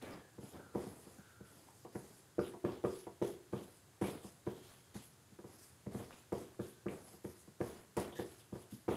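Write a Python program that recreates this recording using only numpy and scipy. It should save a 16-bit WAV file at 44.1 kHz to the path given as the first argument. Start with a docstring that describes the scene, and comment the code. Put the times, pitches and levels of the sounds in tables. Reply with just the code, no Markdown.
"""Thumps, clacks and felt hiss, with faint squeaks: a few words written on a wall-hung whiteboard,
heard from a few steps away in a bare classroom. Each touch rings panel modes and a noise wash, and a
delayed noise burst is the clack at the frame. Strokes are clumpy noise under arches; chafes are gliding
noise bands, squeaks gliding sines, ticks short bursts. A noise tail is the room, over steady air."""
import sys
import numpy as np
from scipy import signal
from scipy.fft import rfft, irfft, next_fast_len
from scipy.io import wavfile

SR = 44100
rng = np.random.default_rng(int(sys.argv[2]) if len(sys.argv) > 2 else 0)


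def pcm_store(signal):
    """Save signal as 16-bit PCM."""
    levels = np.round(np.clip(np.atleast_2d(signal), -1, 1) * 32767)
    wavfile.write(sys.argv[1], SR, levels.astype(np.int16).T)


N = 395517
TIME_S = np.arange(N) / SR

# Background air of the room. Each row: frequency in Hz, relative density in dB.
AIR_SPECTRUM = [(15, -43), (25, -52), (80, 1.5), (119, 3.5), (234, -8), (370, -6.5), (554, -12),
                (1380, -15), (1540, -14.5), (2310, -20), (4910, -20.5), (5770, -23), (6430, -19),
                (11000, -21.5), (15600, -31)]
# Hiss that differs between the ears. Each row: frequency in Hz, relative density in dB.
SIDE_SPECTRUM = [(100, 3.5), (1500, -10), (4000, 5), (8000, 14.5), (12000, 13.5), (15500, 19)]
# Pen strokes. Each row: start in seconds, length in seconds, then felt hiss, lower scrape and panel
# rumble in dB before their trims.
STROKES = [(0.013, .15, -72, -58.5, -50.5), (0.404, 0.14, -63, -69, -64.5), (0.52, .13, -77, -71, -56.5),
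           (0.741, 0.18, -62.5, -60, -55), (.92, 0.28, -64.5, -76, -65), (1.167, 0.19, -76, -70.5, -85),
           (1.44, 0.28, -67, -73.5, -69), (1.726, .13, -68, -76, -83), (1.924, 0.29, -64, -71, -68),
           (2.394, .11, -61.5, -58.5, -70), (2.642, 0.12, -69.5, -58, -54), (2.832, 0.19, -61, -59.5, -66),
           (3.215, 0.097, -59.5, -56, -56), (3.522, 0.14, -64.5, -61.5, -59),
           (3.674, 0.11, -67.5, -77, -86), (4.011, 0.11, -56, -50.5, -47.5),
           (4.231, 0.075, -61.5, -65, -76), (4.456, .15, -66, -63, -62.5), (4.624, 0.13, -65, -61.5, -82),
           (4.748, 0.073, -67.5, -67.5, -90), (4.941, .045, -56, -56.5, -63), (5.0, 0.069, -64, -63, -76),
           (5.46, 0.11, -64.5, -74, -65), (5.577, 0.12, -61, -69, -95), (5.911, 0.16, -62, -63, -54.5),
           (6.096, 0.12, -67, -65.5, -77), (6.319, 0.13, -62, -61, -59), (6.6, 0.11, -62.5, -62.5, -68),
           (6.878, .11, -64, -65, -52.5), (6.99, 0.19, -65, -72, -68), (7.234, .1, -64, -66, -71),
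           (7.346, 0.098, -66.5, -81, -78), (7.6, 0.12, -59.5, -62.5, -53.5), (7.7, 0.12, -69, -67, -72),
           (7.97, .065, -56, -47.5, -44), (8.151, 0.083, -59, -56, -66), (8.24, 0.14, -65, -65.5, -76),
           (8.374, 0.039, -65, -70, -74), (8.53, .1, -64, -66, -61), (8.701, 0.057, -59, -64.5, -81),
           (8.883, 0.079, -62.5, -51.5, -42.5)]
# Felt hiss of a stroke. Each row: frequency in Hz, relative density in dB.
HISS_SPECTRUM = [(2060, -5.5), (3500, -20), (3890, -9), (5000, 2), (5740, -3.5), (6590, 0.5), (7240, -1.5),
                 (11100, 4.5), (11700, 1), (15600, -18)]
# Lower scrape of a stroke. Each row: frequency in Hz, relative density in dB.
SCRAPE_SPECTRUM = [(600, 4), (1100, 2.5), (1900, -1), (2500, -2.5), (3400, 0.5), (4500, -6.5), (6500, -14)]
# Felt chafing in a narrow band. Each row: start in seconds, length in seconds, start centre in Hz,
# end centre in Hz, nominal width in Hz, nominal level in dB.
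CHAFES = [(0.01, 0.17, 1990, 1912, 2006, -60.5), (0.097, 0.32, 1803, 1583, 380, -69.5),
          (0.56, 0.248, 1477, 1317, 379, -66), (1.175, 0.47, 1520, 1360, 350, -68),
          (1.46, 0.99, 5170, 4270, 727, -84), (2.853, 0.058, 1197, 1167, 200, -53),
          (2.941, 0.13, 10400, 10800, 1520, -64.5), (4.033, 0.11, 2347, 2210, 902, -59),
          (4.486, 0.64, 3210, 3240, 354, -78), (5.02, 0.063, 10900, 11450, 1420, -64),
          (6.108, 0.18, 2520, 2890, 1370, -73.5), (6.6, 0.51, 1600, 1520, 240, -77.5),
          (6.893, 0.044, 2310, 2170, 1940, -72), (7.038, 0.058, 10950, 11000, 980, -64),
          (8.123, 0.023, 3180, 3460, 1090, -59.5), (8.158, 0.093, 1827, 1835, 300, -57.5),
          (8.159, 0.094, 3470, 3820, 1100, -65), (8.398, 0.031, 3240, 2880, 1240, -64.5)]
# Skids of the tip. Each row: start in seconds, length in seconds, start pitch in Hz, end pitch in Hz,
# peak in dB before the room.
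SQUEAKS = [(1.685, 0.0058, 860, 910, -53), (6.108, 0.0013, 577, 1900, -42),
           (6.1275, 0.0025, 2300, 3070, -52.5), (6.8827, 0.0041, 1460, 3550, -44)]
# Crisp landings of the tip. Each row: start in seconds, peak in dB before trim and room.
TICKS = [(0.025, -37), (1.036, -50), (4.016, -34), (4.948, -43), (4.962, -47), (6.326, -36.5), (6.600, -47),
         (7.250, -40), (7.968, -30), (7.971, -28.5), (8.000, -28)]
# Tick colour. Each row: frequency in Hz, relative density in dB.
TICK_SPECTRUM = [(1500, 2.5), (4000, -1.5), (8000, 2), (11000, 8.5), (13000, -15), (16000, -1)]
# Clack of panel on frame. Each row: frequency in Hz, relative density in dB.
CLACK_SPECTRUM = [(400, -16), (900, 17.5), (1500, 9), (2200, 0), (3500, -25), (6000, -13.5), (15000, -65)]
# Marker touches. Each row: start in seconds, then thump of the low modes, ring of the middle modes and
# knock of the high modes in dB before the trims.
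TOUCHES = [(0.089, -77, -55.5, -66), (0.381, -52.5, -54.5, -72), (0.428, -52.5, -58.5, -66),
           (0.545, -54.5, -60.5, -71), (0.749, -42, -38.5, -52.5), (0.862, -49.5, -54.5, -67),
           (1.064, -59, -61.5, -87), (1.183, -56, -70, -71), (1.403, -54.5, -58, -79),
           (1.848, -62, -53.5, -59), (1.95, -46.5, -45, -56), (2.382, -40, -33, -57),
           (2.536, -57, -53.5, -57), (2.641, -41, -35, -61), (2.684, -49, -46, -57), (2.839, -41, -33, -49),
           (3.067, -60, -49, -54.5), (3.215, -41, -34, -53), (3.527, -42, -40, -56),
           (4.013, -39.5, -36, -48), (4.034, -42.5, -43.5, -71), (4.241, -53.5, -55.5, -63),
           (4.466, -42, -39.5, -55), (4.95, -49, -58, -68), (5.32, -62, -77, -82), (5.387, -59, -55, -67),
           (5.44, -57, -54.5, -67), (5.863, -44.5, -49, -69), (5.944, -43.5, -49, -60.5),
           (5.994, -50.5, -52, -67), (6.321, -43, -38, -49), (6.592, -43.5, -42, -61),
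           (6.858, -43, -41, -60), (7.135, -63.5, -64, -74), (7.244, -48, -46, -66),
           (7.475, -59.5, -64, -76), (7.604, -42.5, -38, -51.5), (7.967, -41.5, -36.5, -43.5),
           (8.124, -64, -60, -63), (8.189, -47, -40.5, -55), (8.523, -46, -51, -82), (8.552, -59, -51, -63),
           (8.722, -47.5, -63.5, -86), (8.88, -41, -34.5, -46.5)]
# Panel modes and the room modes they wake. Each row: frequency in Hz, relative level in dB,
# T60 in seconds before hand damping.
BOARD_MODES = [(82.2, -30, 0.42), (107.7, -20.5, 0.22), (125, -1, 0.12), (197.6, -11.5, 0.37),
               (206, -2.5, 0.13), (244.5, -13, 0.21), (335, -23, 0.61), (352.2, 5, 0.075), (350, -9, 0.56),
               (370.4, -9, 0.58), (402, -9, 0.5), (458.5, -12, 0.49), (466.8, -2.5, 0.17),
               (488.5, -8.5, 0.34), (546, -18, 0.27), (586.4, -5.5, 0.14), (681, -11.5, 0.43),
               (747.5, -2, 0.13), (897, -10.5, 0.2), (973, -7, 0.17), (1112, -15.5, 0.29),
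               (1184, -23, 0.12), (1212, -21, 0.089), (1700, -50, 0.14), (2010, -41, 0.081)]
# Dense weaker modes between them. Each row: frequency in Hz, relative density in dB.
BOARD_WASH_SPECTRUM = [(25, -49), (45, -30), (75, -1), (120, -4.5), (260, 1), (420, -1.5), (600, -5),
                       (1000, -11.5), (1500, -19.5), (2300, -24.5), (4000, -45)]

# Ring level of a firm touch; the laws below count dB from here.
FIRM_RING_DB = -35
# Arches of a stroke: share of its length at the peak, steepness. The tip bears down hardest early.
HISS_ARCH = (0.48, 0.22)
PRESSURE_ARCH = (0.18, 0.34)


def from_db(db):
    """Decibels to gain."""
    return 10 ** (np.asarray(db) / 20)


def rms_one(x):
    """Scale to rms 1."""
    return x / np.sqrt(np.mean(x ** 2) + 1e-20)


def at_hz(points, hz):
    """Read a spectrum on a log-frequency axis."""
    point_hz, value = np.transpose(points)
    return np.interp(np.log(np.maximum(hz, 1)), np.log(point_hz), value)


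def coloured(x, spectrum):
    """Shape a noise by a spectrum; rms 1."""
    size = next_fast_len(len(x))
    hz = np.arange(size // 2 + 1) * SR / size
    shaped = rfft(x, size) * from_db(at_hz(spectrum, hz))
    return rms_one(irfft(shaped, size)[:len(x)])


def drift(rate_hz, size):
    """Random points at rate_hz joined by lines; spread near 1."""
    steps = np.arange(size) * rate_hz / SR
    count = int(steps[-1]) + 2
    return np.interp(steps, np.arange(count), rng.standard_normal(count))


def fade(t_s, t60_s):
    """Exponential decay, 60 dB in t60_s."""
    return np.exp(-np.log(1000) * t_s / t60_s)


def rise(t_s, time_constant_s):
    """Exponential approach to 1."""
    return 1 - np.exp(-t_s / time_constant_s)


def glide(start_hz, end_hz, size):
    """Complex tone sliding geometrically in pitch."""
    return np.exp(2j * np.pi * np.cumsum(np.geomspace(start_hz, end_hz, size)) / SR)


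def add(track, start_s, sound):
    """Mix a sound in at start_s."""
    start = int(np.clip(start_s * SR, 0, N - 1))
    track[start:start + len(sound)] += sound[:N - start]


def room_air(level_db=-65.5):
    """Steady coloured noise, the same in both ears."""
    return from_db(level_db) * coloured(rng.standard_normal(N), AIR_SPECTRUM)


def side_hiss(level_db=-79.0):
    """Faint steady noise, opposite in sign at the two ears."""
    hiss = from_db(level_db) * coloured(rng.standard_normal(N), SIDE_SPECTRUM)
    return hiss * np.array([[1], [-1]])


def classroom(x, wet_db=-2.5, first_echo_s=0.0049, t60_s=0.32):
    """Bare walls answer with a dense, decaying noise tail."""
    t_s = TIME_S[:SR * 3 // 4]
    tail = rng.standard_normal(len(t_s)) * fade(t_s, t60_s) * (t_s > first_echo_s)
    tail /= np.sqrt(np.sum(tail ** 2))
    return x + from_db(wet_db) * signal.fftconvolve(x, tail)[:N]


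def radiated(x):
    """A small panel radiates little deep bass: steep high-pass at 60 Hz."""
    return signal.sosfilt(signal.butter(6, 60, "high", fs=SR, output="sos"), x)


def friction(spectrum, grain_db, grain_rate_hz):
    """Felt fibres catch and let go in clumps: noise with a drifting level; rms 1."""
    grains = from_db(grain_db * drift(grain_rate_hz, N))
    return coloured(rng.standard_normal(N) * grains, spectrum)


def shifting(x, patchy_db=4.0, turn_rate_hz=22, count=14):
    """As the tip turns, each treble band swells and sinks on its own; rms 1."""
    hz, t_s, bands = signal.stft(x, SR, nperseg=256)
    frames = np.minimum((t_s * SR).astype(int), N - 1)
    turns = np.array([drift(turn_rate_hz, N)[frames] for _ in range(count)])
    # everything below 2 kHz follows the lowest band
    centres_hz = np.linspace(2000, 15000, count)
    shares = np.array([np.interp(hz, centres_hz, row) for row in np.eye(count)])
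    gain = from_db(patchy_db * shares.T @ turns)
    return rms_one(signal.istft(bands * gain, SR)[1][:N])


def stroke_gain(column, arch, tail_t60_s=0.54, tail_share=0.44):
    """Each stroke swells and eases off in an arch; part of its power lingers in the room."""
    peak, steepness = arch
    power = np.zeros(N)
    for start_s, length_s, *level_db in STROKES:
        along = np.linspace(0, 1, max(int(length_s * SR), 10))
        phase = np.interp(along, [0, peak, 1], [0, .5, 1])
        swell = np.abs(np.sin(np.pi * phase)) ** steepness
        add(power, start_s, (from_db(level_db[column]) * swell) ** 2)
    keep = fade(1 / SR, tail_t60_s) ** 2
    lingering = signal.lfilter([1 - keep], [1, -keep], power)
    return np.sqrt((1 - tail_share) * power + tail_share * lingering)


def strokes(hiss_db=-1.5, scrape_db=-0.5, rumble_db=2.5):
    """The sliding tip hisses, scrapes and makes the panel rumble."""
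    hiss = shifting(friction(HISS_SPECTRUM, grain_db=1.7, grain_rate_hz=400))
    scrape = shifting(friction(SCRAPE_SPECTRUM, grain_db=2.5, grain_rate_hz=300))
    rumble = friction(BOARD_WASH_SPECTRUM, grain_db=2.5, grain_rate_hz=90)
    return (from_db(hiss_db) * stroke_gain(0, HISS_ARCH) * hiss
            + from_db(scrape_db) * stroke_gain(1, PRESSURE_ARCH) * scrape
            + from_db(rumble_db) * radiated(stroke_gain(2, PRESSURE_ARCH) * rumble))


def chafes():
    """Irregular slipping smears a tone into a husky band that starts briskly and eases off."""
    out = np.zeros(N)
    for start_s, length_s, start_hz, end_hz, width_hz, db in CHAFES:
        size = max(int(length_s * SR), 10)
        along = np.linspace(0, 1, size)
        pressure = np.minimum(along / 0.04, 1) * np.cos(along * np.pi / 2)
        slips = drift(width_hz, size) + 1j * drift(width_hz, size)
        band = (slips * glide(start_hz, end_hz, size)).real
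        add(out, start_s, from_db(db) * pressure * band)
    return out


def squeaks():
    """Brief, clean stick-slip tones: gliding sines."""
    out = np.zeros(N)
    for start_s, length_s, start_hz, end_hz, db in SQUEAKS:
        size = max(int(length_s * SR), 10)
        tone = signal.windows.tukey(size, .7) * glide(start_hz, end_hz, size).imag
        add(out, start_s, from_db(db) * tone)
    return out


def snaps(events, spectrum, t60_s, trim_db):
    """Hard contacts: noise bursts that die within milliseconds."""
    out, t_s = np.zeros(N), TIME_S[:SR // 10]
    for start_s, db in events:
        burst = coloured(rng.standard_normal(len(t_s)), spectrum) * fade(t_s, t60_s) * rise(t_s, .0004)
        add(out, start_s, from_db(db + trim_db) * burst / np.abs(burst).max())
    return out


def ticks():
    """The tip lands with a crisp tick."""
    return snaps(TICKS, TICK_SPECTRUM, t60_s=0.0048, trim_db=-8.0)


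def clacks(firm_peak_db=-35.5, firm_delay_s=.009, level_law=0.99, delay_law=.5):
    """The driven panel meets its frame after each touch; a lighter touch clacks sooner and softer."""
    events = []
    for start_s, _, ring_db, _ in TOUCHES:
        firmness_db = ring_db - FIRM_RING_DB
        delay_s = firm_delay_s * from_db(delay_law * firmness_db)
        events.append((start_s + delay_s, firm_peak_db + level_law * firmness_db))
    return radiated(snaps(events, CLACK_SPECTRUM, t60_s=0.015, trim_db=0))


def mode_rings(t_s, travel_at_350_hz_s=0.001):
    """Decaying sines; bending waves are slower at low pitch, so bass arrives last and swells longer."""
    hz, mode_db, t60_s = np.transpose(BOARD_MODES)[:, :, None]
    age_s = np.maximum(t_s - travel_at_350_hz_s * np.sqrt(350 / hz), 0)
    swell = 1 - np.exp(-2 * age_s * hz)
    rings = from_db(mode_db) * np.sin(2 * np.pi * hz * age_s) * fade(age_s, t60_s) * swell
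    return hz[:, 0], rings


def touches(modes_db=-1.7, wash_db=(-11.0, -14.0, -9.0), scatter_db=1.5):
    """Each touch rings three panel registers, each as strongly as where and how the tip lands sets."""
    firm_t60_s, damping_law = 3, 0.69
    out, t_s = np.zeros(N), TIME_S[:SR * 3 // 4]
    hz, rings = mode_rings(t_s)
    # the diffuse wash builds up as the room fills; the first push of the tip is a short, dry burst
    dying = fade(t_s, .42) * rise(t_s, .021)
    push = fade(t_s, .02) * rise(t_s, .0006)
    push_db = (-8, 2, 13)  # per register, over the wash
    edges_hz, attack = (35, 275, 600, 4000), SR // 20
    for k, (low_hz, high_hz) in enumerate(zip(edges_hz, edges_hz[1:])):
        register = rings[(hz >= low_hz) & (hz < high_hz)]
        band = signal.butter(2, [low_hz, high_hz], "band", fs=SR, output="sos")
        shape = dying + from_db(push_db[k]) * push
        for start_s, *level_db in TOUCHES:
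            # the lighter the touch, the sooner the resting hand damps the panel
            held_t60_s = firm_t60_s * from_db(damping_law * (level_db[1] - FIRM_RING_DB))
            held = fade(t_s, held_t60_s)
            mode_gains = from_db(scatter_db * rng.standard_normal(len(register)))
            modes = mode_gains @ register * held
            noise = coloured(rng.standard_normal(len(t_s)), BOARD_WASH_SPECTRUM)
            wash = signal.sosfilt(band, noise * shape * held)
            # both are levelled over the first 50 ms
            blow = from_db(modes_db) * modes / np.std(modes[:attack])
            blow += from_db(wash_db[k]) * wash / np.std(wash[:attack])
            add(out, start_s, from_db(level_db[k]) * blow)
    return radiated(out)


def scene():
    """The writing sits in the centre; only a faint hiss differs between the ears."""
    in_room = classroom(chafes() + squeaks() + ticks() + clacks())
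    return room_air() + side_hiss() + strokes() + in_room + touches()


def record(dry):
    """The top is cut steeply at 15.6 kHz."""
    return signal.sosfilt(signal.ellip(12, .1, 80, 15600, fs=SR, output="sos"), dry)


dry = scene()
out = record(dry)
pcm_store(out)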